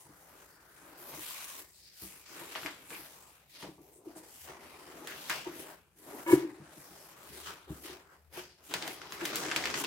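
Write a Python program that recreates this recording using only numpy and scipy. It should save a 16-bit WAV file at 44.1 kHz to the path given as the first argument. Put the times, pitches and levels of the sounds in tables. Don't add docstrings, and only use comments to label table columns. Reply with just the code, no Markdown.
import sys
import numpy as np
from scipy import signal
from scipy.fft import rfft, irfft, next_fast_len
from scipy.io import wavfile
from scipy.ndimage import uniform_filter1d

SR = 44100
rng = np.random.default_rng(int(sys.argv[2]) if len(sys.argv) > 2 else 0)


def gain_from_db(level_db):
    decades = np.asarray(level_db, float) / 20
    return 10 ** decades


def file_out(sig):
    cols = np.atleast_2d(sig).T
    lim = np.clip(cols, -1, 1)
    pcm = np.round(lim * 32767).astype(np.int16)
    wavfile.write(sys.argv[1], SR, pcm)


N = 434826
T = np.arange(N) / SR
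COARSE = np.arange(0, N / SR + .01, .004)

# pitch_hz, level_db, t60_s (time to fade by 60 dB)
CAVITY = [(291, 4.5, 0.077), (328, 12.5, 0.035), (402, 5.5, 0.0087)]


def on_log(table, hz):
    table = np.array(table)
    return np.interp(np.log(hz), np.log(table[:, 0]), table[:, 1])


def band(x, hz, octaves):
    size = next_fast_len(x.shape[-1])
    f = np.maximum(np.fft.rfftfreq(size, 1 / SR), 1)
    bell = np.exp(-2 * (np.log2(f / hz) / octaves) ** 2)
    return irfft(rfft(x, size) * bell, size)[..., :x.shape[-1]]


def unit(x):
    return x / np.sqrt(np.mean(x ** 2))


def walk(rate):
    k = int(SR / rate)
    levels = np.repeat(rng.standard_normal(N // k + 1), k)
    return uniform_filter1d(uniform_filter1d(levels, k), k)[:N]


def alike(pair, hz):
    # pitch_hz, left-right correlation (0 to 1)
    likeness = [(100, 0.85), (400, 0.89), (700, 0.6), (1500, 0.24), (4000, 0), (12000, 0.)]
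    c = np.clip(on_log(likeness, hz), 0, 1)
    middle, side = np.sqrt((1 + c) / 2) * pair[0], np.sqrt((1 - c) / 2) * pair[1]
    return middle + side * np.array([[1], [-1]])


def ring(modes, sign=1):
    t = T[:SR // 2]
    y = 0
    for k, (hz, db, t60) in enumerate(modes):
        y = y + sign ** k * gain_from_db(db - 60 * t / t60) * np.sin(2 * np.pi * hz * t)
    return y / np.abs(y).max()


def strokes(rows, release_db_per_s):
    start, length, db, swell_db = np.transpose(rows)[:, :, None]
    db = db + swell_db * np.clip((COARSE - start) / length, 0, 1)
    db = db - 900 * np.maximum(start - COARSE, 0)
    db = db - release_db_per_s * np.maximum(COARSE - start - length, 0)
    return gain_from_db(2 * db).sum(axis=0)


def handling():
    # start_s, length_s, level_db, swell_db (change over the stroke)
    drags = [(.0, 0.43, -67, 8), (0.46, 0.43, -67, 4), (0.76, 0.42, -64, 12.5), (1.12, 0.48, -59, -4.5),
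             (2.016, 0.19, -60, -4.5), (2.282, 0.11, -64, 14), (2.41, 0.58, -56.5, -5),
             (2.908, 0.53, -53, -17), (3.542, 0.084, -65, 7), (4.083, .03, -68, 1),
             (4.158, 0.24, -61.5, -4.5), (4.449, 0.045, -59, 12.5), (4.54, 0.6, -58, 5),
             (5.046, 0.33, -58.5, 10), (5.466, 0.27, -52, -2.5), (5.99, 0.13, -71, 19.5),
             (6.17, 0.028, -53, 6), (6.278, 0.046, -47.5, 9.5), (6.464, 0.814, -59.5, 2.5),
             (7.297, 0.12, -64, 3), (7.46, 0.038, -61.5, 13), (7.53, 0.16, -68, -3),
             (7.687, .09, -56.5, -3), (7.875, 0.12, -54.5, -3.5), (8.043, 0.1, -67.5, 6.5),
             (8.323, 0.059, -59.5, 14), (8.59, 0.092, -66, 6.5)]
    slides = [(0.0, 0.028, -59, -3), (0.05, 0.51, -68, -0.5), (0.609, 0.31, -70, 4), (0.977, 0.13, -62, 5),
              (1.152, 0.45, -50.5, -2), (1.688, 0.37, -67.5, -0.5), (1.94, 0.095, -63.5, 13),
              (2.064, 0.15, -54, -6.5), (2.28, 0.12, -64.5, 10.5), (2.395, 0.26, -58.5, 3.5),
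              (2.808, .09, -71, 13), (2.903, 0.5, -53, -19), (3.499, 0.27, -64, -8), (3.818, 0.16, -69, 0),
              (4.057, 0.09, -67, -4), (4.17, 0.015, -60.5, 1), (4.23, 0.22, -65.5, 10),
              (4.604, 0.41, -74.5, 13), (5.06, 0.29, -66, 9), (5.47, 0.14, -79, 27.5),
              (5.66, 0.068, -59, -3), (5.974, 0.27, -65.5, 6.5), (6.277, 0.048, -52.5, 11.5),
              (6.51, 0.26, -80.5, 19), (6.778, 0.34, -62, -1), (7.166, 0.21, -67, 13),
              (7.386, 0.12, -55.5, -10), (7.534, 0.16, -79, -11), (7.702, 0.12, -61.5, -3),
              (7.825, 0.041, -58.5, 2.5), (8.335, 0.042, -57.5, 0.5), (9.756, 0.047, -53.5, 11),
              (8.87, 0.079, -57.5, 0), (9.118, 0.027, -56, -2), (9.25, 0.032, -53, 2),
              (9.358, .07, -53, -5), (8.638, 0.062, -64.5, 7)]
    rustles = [(0.096, 0.86, -93, 20), (1.125, 0.081, -59, -10), (1.198, 0.042, -66, 12),
               (1.267, 0.33, -53, -6), (1.986, 0.33, -70.5, 1), (2.264, 0.23, -61.5, 3.5),
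               (2.518, 0.31, -53.5, -12), (2.915, 0.67, -61.5, -19.5), (3.553, 0.07, -68.5, 13),
               (4.31, 0.19, -74.5, 10.5), (4.607, 0.64, -67, 2.5), (5.055, 0.36, -59.5, 7.5),
               (5.301, 0.1, -43, -14), (5.449, 0.22, -60, -2.5), (6.066, 0.15, -82, 18.5),
               (6.284, 0.13, -66, 9.5), (7.204, 0.29, -67, 13), (7.46, 0.034, -52.5, 1),
               (7.535, 0.11, -66.5, -2), (7.844, 0.077, -56, 2), (8.332, 0.066, -67.5, 14.5),
               (8.637, 0.1, -76, 18)]
    pulls = [
        (8.711, 0.02, -45.5, -2),
        (8.818, 0.077, -46, 0.5),
        (8.916, 0.58, -55, 9.5),
        (9.2, 0.14, -46.5, 1.5),
        (9.345, 0.23, -41.5, -2),
        (9.565, 0.19, -42, 0),
        (9.773, 0.14, -43, 5),
    ]
    wobbles = [(0.827, 0.28, -61, 5), (1.412, 0.19, -70, 11.5), (2.302, 0.4, -55.5, -2),
               (3.644, 0.079, -41.5, -13.5), (3.807, 0.21, -60, 0), (4.057, 0.23, -51, -9),
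               (4.522, 0.62, -54, 1.5), (5.48, 0.19, -56, 7), (5.972, 0.18, -63.5, 20.5),
               (6.123, 0.087, -52.5, -11), (6.376, 0.45, -55, -15.5), (6.96, 0.43, -89.5, 39.5),
               (7.68, 0.27, -52.5, -2.5)]
    brushes = [
        (1.724, 0.18, -70, 9),
        (3.499, 0.066, -67.5, 14),
        (8.44, 0.13, -54.5, -12),
    ]
    releases = (155, 256, 197.6, 199, 150.4, 150)
    kinds = zip((drags, slides, rustles, pulls, wobbles, brushes), releases)
    return np.array([strokes(rows, release) for rows, release in kinds])


def rubbing():
    # time_s, spread_db (of grain sizes)
    crinkle = [
        (0, -2.5),
        (8.6, -7.5),
        (8.8, 1.5),
        (9.86, 4),
    ]
    # pitch_hz, level_db (per Hz)
    rub_colour = [(231, -14.5), (337, -7), (529, -7.5), (1520, -11.5), (3930, -19), (12100, -17),
                  (14800, 9), (16000, -53.5)]
    rub_hz = (240, 340, 480, 1000, 1800, 3000, 5000, 11000)
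    stirs = [(-4, -3, -7.5, -3.5, -5, -7.5, -10, -17), (-20, -28, -34.5, -25.5, -8.5, -4.5, -2, 0),
             (-14.5, -30.5, -14.5, -5.5, -1.5, 4.5, 2.5, -6.5), (-3, 2, -6.5, -4.5, -3.5, -1, -4.5, -15.5),
             (-2.5, 1, -8, -11, -33, -30, -34, -29.5), (-24, -5, -32, -39, -8.5, -4, 2.5, -28)]
    rest_db = -101

    spread_db = np.interp(T, *np.transpose(crinkle))
    sizes = np.minimum(rng.exponential(size=N), 4)
    slips = (rng.random(N) < 900 / SR) * gain_from_db(sizes * spread_db)
    grain = np.sqrt(signal.lfilter([1], [1, -np.exp(-1 / (0.002 * SR))], slips ** 2) + .5)
    grain /= np.sqrt(uniform_filter1d(grain ** 2, SR // 8))
    noise = rng.standard_normal((2, N))
    moving, out = handling(), 0
    for hz in 240 * 2 ** np.arange(0, 6.2, 1 / 3):
        stir_db = np.array([np.interp(np.log(hz), np.log(rub_hz), row) for row in stirs]) - 20
        db = 10 * np.log10(gain_from_db(2 * stir_db) @ moving + gain_from_db(2 * rest_db))
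        db = np.interp(T, COARSE, db) + on_log(rub_colour, hz)
        db = db + 10 * np.log10(0.2 * hz) + 3.0 * walk(14)
        pair = unit(band(noise * grain if hz > 500 else noise, hz, .3))
        out = out + gain_from_db(db) * alike(pair, hz)
    return out


def rumble():
    # start_s, length_s, level_db, swell_db
    leans = [
        (4.4, 0.49, -67.5, -7),
        (7.3, 0.14, -62.5, -2),
        (7.66, 0.24, -64.5, -4),
        (8.18, 0.19, -65.5, 0),
        (8.9, 0.83, -75.5, 10),
    ]
    deep_rest_db, panel_rest_db, panel_share_db = -74.5, -78.5, -15.5
    noise = rng.standard_normal((2, N))
    deep = unit(alike(band(noise, 66, 1.0), 70)) * gain_from_db(deep_rest_db)
    lean = np.interp(T, COARSE, np.sqrt(strokes(leans, 65)))
    deep += unit(alike(band(noise[::-1], 77.0, 0.25), 70)) * lean
    scraping = handling()[[0, 3]].sum(axis=0)
    panel = np.sqrt(gain_from_db(2 * panel_rest_db) + gain_from_db(2 * panel_share_db) * scraping)
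    return deep + unit(alike(band(noise, 161.0, 0.56), 149)) * np.interp(T, COARSE, panel)


def bumps():
    # time_s, peak_db, table_thud_db,
    # wall_rattle_db (both relative to the peak)
    box_bumps = [(0.055, -63, 9, -19), (0.09, -57, 6, -19), (1.129, -55, 9, 10), (1.171, -46.5, -4, -1),
                 (2.021, -41.5, 3.5, -12), (2.411, -51.5, -8, 12.5), (2.554, -49, -21, 13),
                 (2.622, -51, 0, 2), (2.649, -40.5, -10, 2), (2.908, -43.5, -9, 2.5), (2.982, -50, 0, -9),
                 (3.628, -39, -4, -2), (3.679, -45, -3, 0), (3.78, -46.5, -5, -5), (4.066, -44, -14, -17),
                 (4.162, -49, -4, 4), (4.492, -50.5, -12, 6),
                 (5.299, -45.5, -30, 14.5), (5.465, -36.5, -8, -3.5), (5.584, -52, 2, -1),
                     (6.08, -48.5, -3, 4), (6.3235, 1.5, -26, -25), (6.6, -47, 4, -5),
                     (6.769, -50.5, 3.5, -5), (6.91, -54.5, 3, -14), (7.299, -57, 13.5, -8),
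                     (7.697, -38.5, 5.5, -8), (7.848, -43, -28, -13), (7.897, -49.5, -4, -17),
                     (8.373, -50, -29, 11), (8.751, -43.5, -2, -4), (9.129, -54, 2, 5),
                     (9.217, -34, -27, -1), (9.456, -36.5, -8, -3), (9.749, -51, 10, 5)]
    # pitch_hz, level_db, t60_s
    table_modes = [(68, -6, 0.2), (115, -17, 0.032), (149, 8.5, 0.083), (190, -4, 0.25)]
    # pitch_hz, level_db, t60_s
    wall_modes = [(500, -15.5, 0.13), (634, -6, 0.13), (931, 1, 0.03), (1160, -10.5, 0.14),
                  (1700, -12, 0.025), (2150, -13.5, 0.069)]

    s, db, thud_db, wall_db = np.transpose(box_bumps)
    hard = (db > -15).astype(int)
    out, push = 0, np.hanning(int(0.003 * SR))
    parts = ((CAVITY, -1, db, .018), (table_modes, 1, db + thud_db, .02), (wall_modes, -1, db + wall_db, .012))
    for modes, sign, level_db, drag_s in parts:
        taps = np.zeros((2, N))
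        taps[hard, (s * SR).astype(int)] = gain_from_db(level_db)
        drag = signal.lfilter([1], [1, -np.exp(-1 / (drag_s * SR))], taps[0]) / np.sqrt(drag_s * SR / 3)
        force = drag * rng.standard_normal(N) + 0.29 * taps[0]
        out = out + signal.fftconvolve(uniform_filter1d(force, size=16), ring(modes, sign=sign))[:N]
        answer = slam() if modes is CAVITY else ring(modes, sign=sign)
        knock = np.convolve(answer, push / push.sum())
        out = out + signal.fftconvolve(taps[1], knock)[:N]
    return signal.sosfilt(signal.butter(2, 55, "highpass", fs=SR, output="sos"), out)


def slam():
    slam_hz, slam_s, tail_db = 345, .021, -11
    skew, point = .95, 1.9
    y = gain_from_db(tail_db) * ring(CAVITY, sign=-0.65)
    k = int(slam_s * SR)
    swell = np.sin(np.pi * (T[:k] / slam_s) ** skew) ** point
    return y + np.pad(swell * np.sin(2 * np.pi * slam_hz * T[:k]), (0, len(y) - k))


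def scuffs():
    # start_s, length_s, level_db, swell_db, pitch_hz
    edge_scuffs = [(0.174, 0.33, -73, 0, 1300), (.5, 0.52, -71, 9, 1480), (1.214, 0.064, -63, 6, 1700),
                   (1.227, .1, -59, -6, 2880), (1.312, 0.31, -55.5, -6.5, 1050),
                   (1.352, 0.09, -51, -3, 2450), (1.74, 0.14, -68, 7, 4500), (2.927, 0.035, -55, 2, 2390),
                   (3.157, 0.15, -65, -1, 1010), (5.074, 0.051, -48, -9, 1700), (5.475, .03, -54, -5, 950),
                   (7.472, 0.028, -48, -5, 1160), (7.52, 0.15, -68, 5, 1410), (8.004, 0.14, -73, 6, 1396),
                   (8.744, .03, -44, -8, 1520), (9.216, .03, -43, -11, 1520),
                   (9.755, 0.041, -46, 2.5, 6300), (.985, 0.35, -55, 0, 12500),
                   (6.76, 0.37, -67.5, 1.5, 5600), (8.958, .24, -60, 0, 5000), (9.58, 0.15, -57, 0, 5500),
                   (3.93, .045, -64, 1, 8550), (4.167, 0.018, -54, -2, 8500), (4.28, .19, -67, 5, 8000),
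                   (6.278, .065, -50.5, 1.5, 1500), (6.287, 0.046, -53.5, 0, 3000),
                   (5.462, 0.046, -58, -6, 600), (9.522, .012, -45, -9, 1600), (8.744, .01, -46, -13, 3000)]
    noise = rng.standard_normal((2, N)) * gain_from_db(3 * walk(25))
    out = np.zeros((2, N))
    for *stroke, hz in edge_scuffs:
        first = max(int((stroke[0] - .05) * SR), 0)
        part = slice(first, int((stroke[0] + stroke[1] + .25) * SR))
        pair = alike(unit(band(noise[:, part], hz, 0.43)), hz)
        out[:, part] += pair * np.interp(T[part], COARSE, np.sqrt(strokes([stroke], 290)))
    return out


def booms():
    # time_s, peak_db, pitch_hz, t60_s
    box_booms = [(2.019, -64, 330, .15), (3.63, -51, 297, .15), (3.641, -47, 186.5, 0.31),
                 (4.064, -42.5, 329, 0.16), (5.462, -34, 356, 0.1), (6.322, -27.5, 507, 0.0555),
                 (6.327, -25, 139.6, 0.11), (6.339, -23, 366, 0.051), (6.367, -21.5, 327, 0.074),
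                 (6.392, -31, 377, 0.057), (6.422, -33.5, 334, 0.063), (6.44, -26.5, 339, 0.032),
                 (6.458, -35, 316, 0.059), (6.478, -50.5, 313, 0.12), (7.7, -49, 140, 0.24),
                 (7.844, -44, 358, .1), (7.89, -47, 362, 0.28), (6.283, -31.5, 978, .07),
                 (6.312, -37, 918, .1), (6.285, -47.5, 3180, .15), (6.3, -53, 1450, .1),
                 (6.305, -52, 2900, .07), (6.312, -46, 2230, .07), (7.686, -48, 70, 0.28),
                 (7.702, -44, 214, 0.044), (4.487, -49, 371, 0.17), (4.155, -45, 316, 0.24),
                 (5.452, -44.5, 930, .08), (5.59, -39.5, 363, .07), (8.368, -39.5, 361, 0.2),
                 (9.211, -45, 345, 0.088)]
    swell_s = .012
    out, t = np.zeros(N + SR // 2), T[:SR // 2]
    for s, db, hz, t60 in box_booms:
        i = int(s * SR)
        swell = np.minimum(t / swell_s, 1)
        fade = gain_from_db(db - 60 * np.maximum(t - swell_s, 0) / t60)
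        out[i:i + len(t)] += swell * fade * np.sin(2 * np.pi * hz * t)
    return out[:N]


def snaps(rows):
    lead = 256
    paper_start_s, paper_room_db = 8.71, -3
    out, t = np.zeros((3, N + 2048)), T[:1024 - lead]
    shape = (1 - np.exp(-t / .0003)) * np.exp(-t / .0013)
    for s, db, hz, edge_db, pan_db in rows:
        paper = s >= paper_start_s
        burst = rng.standard_normal((3, len(t))) * shape
        burst = np.array([burst[0] + .5 * burst[1], burst[0] + .5 * burst[2], t == 0])
        burst = np.pad(burst, ((0, 0), (lead, 0)))
        sheet = band(burst, hz, 1.04) + gain_from_db(-0.5) * band(burst, 1800, 1.65 if paper else 1.3)
        edge = gain_from_db(-8 if paper else -16) * band(burst, 5500, 0.67)
        edge = edge + gain_from_db(edge_db - 7.0) * band(burst, 7000, 2.4)
        tick = sheet + edge * np.array([[1], [1], [.45]])
        tick[:, :lead] *= np.exp(-T[lead:0:-1] / .0002)
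        tick /= np.sqrt(np.sum(tick ** 2, axis=1)[:, None])
        level_db = db + 14.0 + np.array([[pan_db], [-pan_db], [2 * paper_room_db * paper]]) / 2
        i = int(s * SR) - lead
        out[:, i:i + tick.shape[1]] += tick * gain_from_db(level_db)
    return out[:2, :N], out[2, :N]


def creases():
    # time_s, peak_db, ring_hz, bright_edge_db, left_minus_right_db
    card_snaps = [(2.5523, -29.5, 2780, -40, 7), (2.558, -28, 1200, -49, 2), (2.6324, -33, 1350, -30, 3),
                  (2.661, -26, 1220, -44, 6), (2.667, -35, 2040, -42, 9), (2.904, -39, 1500, -20, 2),
                  (2.9469, -39.5, 2420, -18, 1), (3.6257, -37, 1070, -23, 1), (4.057, -71, 900, -18, -2),
                  (4.169, -59, 902, 29, -3), (5.0726, -31, 1750, 5, -1), (5.1142, -37, 1470, -16, 1),
                  (5.122, -38, 1500, -25, 7), (5.2972, -21.5, 1460, -1, 2), (5.3028, -25, 1440, -30, 2),
                  (5.312, -27, 1480, -33, 1), (5.46, -40, 900, -30, -1), (6.265, -44, 974, -9.5, -4)]
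    paper_folds = [(8.7108, -39, 740, -22, 0), (8.739, -19, 730, -1.5, -1), (8.824, -27, 3240, -13, 1),
                   (8.8775, -28, 1990, 6, 0), (9.0169, -33, 960, -27, 2), (9.1223, -29, 1280, -12, 2),
                   (9.1806, -46, 4500, -13, -1), (9.212, -31.5, 1750, -40, -2), (9.253, -22, 1950, 4.5, 1),
                   (9.3194, -46, 900, -30, 1), (9.344, -49, 1730, -20, -1), (9.3572, -20.5, 915, 13, 3),
                   (9.366, -31, 2500, -10, 1), (9.4547, -31.5, 2150, -29, -1), (9.485, -29.5, 2330, -21, 1),
                   (9.5138, -21.5, 1490, -15, 2), (9.52, -25, 1500, -40, 2), (9.5617, -16.5, 2130, -2, 1),
                   (9.569, -38, 1810, -22, 1), (9.624, -33, 3000, -24, 3), (9.639, -24, 1930, -25, 1),
                   (9.6413, -30, 4500, -25, 1), (9.6558, -19.5, 1970, -6.5, 2), (9.702, -31, 4500, -18, -1),
                   (9.741, -23, 1720, -25, 3), (9.7436, -27.5, 3970, -22, -4), (9.816, -37, 9000, 8, 3),
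                   (9.8465, -24.5, 2800, -19, 0)]
    splinters = [(2.6615, -35, 4500, -25, 0), (3.628, -39, 3500, -15, 1), (5.4605, -44, 950, -30, 1),
                 (8.327, -51.5, 2500, -5, 3), (8.7425, -27, 2500, -20, 6), (9.257, -26, 4000, -13, 1),
                 (9.363, -34, 11000, 10, 1), (9.517, -28, 1600, -30, -2), (9.5645, -25, 5000, -15, 1),
                 (9.853, -32, 1500, -25, 1)]
    crease, scattered = snaps(card_snaps + paper_folds)
    splinter, scattered_again = snaps(splinters)
    answer = room(scattered, wet_db=3.0) + room(scattered_again, wet_db=-1.5)
    return crease + splinter, answer


def creak():
    # time_s, cavity_hum_db, wall_creak_db
    grind = [
        (6.26, -78, -77.5),
        (6.264, -41.5, -40),
        (6.29, -30.5, -40),
        (6.302, -35, -32.5),
        (6.312, -23.5, -40.5),
        (6.325, -39.5, -30.5),
        (6.345, -64, -45),
        (6.42, -77.5, -51.5),
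        (6.46, -122, -57),
    ]
    # pitch_hz, level_db, pitch_waver (share of the pitch)
    creak_modes = [(960, -5.5, 0.027), (525, -11.5, 0.054), (1200, -13.5, 0.041), (1720, -8.5, 0.018),
                   (2196, -9, 0.016), (2940, -18, 0.048)]
    s, hum_db, wall_db = np.transpose(grind)

    def tone(hz, waver):
        phase = 2 * np.pi * np.cumsum(hz * (1 + waver * walk(150))) / SR
        return np.sqrt(2) * np.sin(phase)

    wall = sum(gain_from_db(db + 4 * walk(120)) * tone(hz, waver) for hz, db, waver in creak_modes)
    hum = tone(345, 0.065) * gain_from_db(np.interp(T, s, hum_db, -200, -200))
    return hum + wall * gain_from_db(np.interp(T, s, wall_db, -200, -200))


def room(x, wet_db):
    # pitch_hz, t60_s
    room_t60 = [(150, 0.96), (500, 0.5), (1500, 0.21), (4000, 0.46), (10000, 0.41)]
    t = T[:SR // 2]
    noise = rng.standard_normal((2, len(t)))
    tail = 0
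    for hz in 125 * 2. ** np.arange(8):
        tail = tail + alike(band(noise, hz, 1), hz) * gain_from_db(-60 * t / on_log(room_t60, hz))
    tail *= (1 - np.exp(-t / 0.0034)) * (1 + 1.0 * np.exp(-t / 0.0087))
    tail /= np.sqrt(np.mean(np.sum(tail ** 2, axis=1)))
    return gain_from_db(wet_db) * signal.fftconvolve(np.atleast_2d(x), tail, axes=1)[:, :N]


def scene():
    left_db, blow_left_db, blow_lag_s = 2.0, -0.6, 0.00016
    crease, crease_room = creases()
    blow = bumps() + booms() + creak()
    sides = np.array([blow * gain_from_db(blow_left_db), np.interp(T - blow_lag_s, T, blow)])
    near = rubbing() + rumble() + sides + scuffs()
    near = near + crease_room + room(blow, wet_db=-21)
    return crease + near * gain_from_db(np.array([[left_db], [-left_db]]) / 2)


def top_cut(x):
    return signal.sosfilt(signal.butter(12, 17000, fs=SR, output="sos"), x)


def record(dry):
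    hiss_db, top_hz = -84, 15860
    x = dry + gain_from_db(hiss_db) * rng.standard_normal(dry.shape)
    x = signal.sosfilt(signal.butter(2, 45, "highpass", fs=SR, output="sos"), x)
    x = signal.sosfilt(signal.ellip(10, .2, 50, top_hz, fs=SR, output="sos"), x)
    return top_cut(x)


dry = scene()
out = record(dry)
file_out(out)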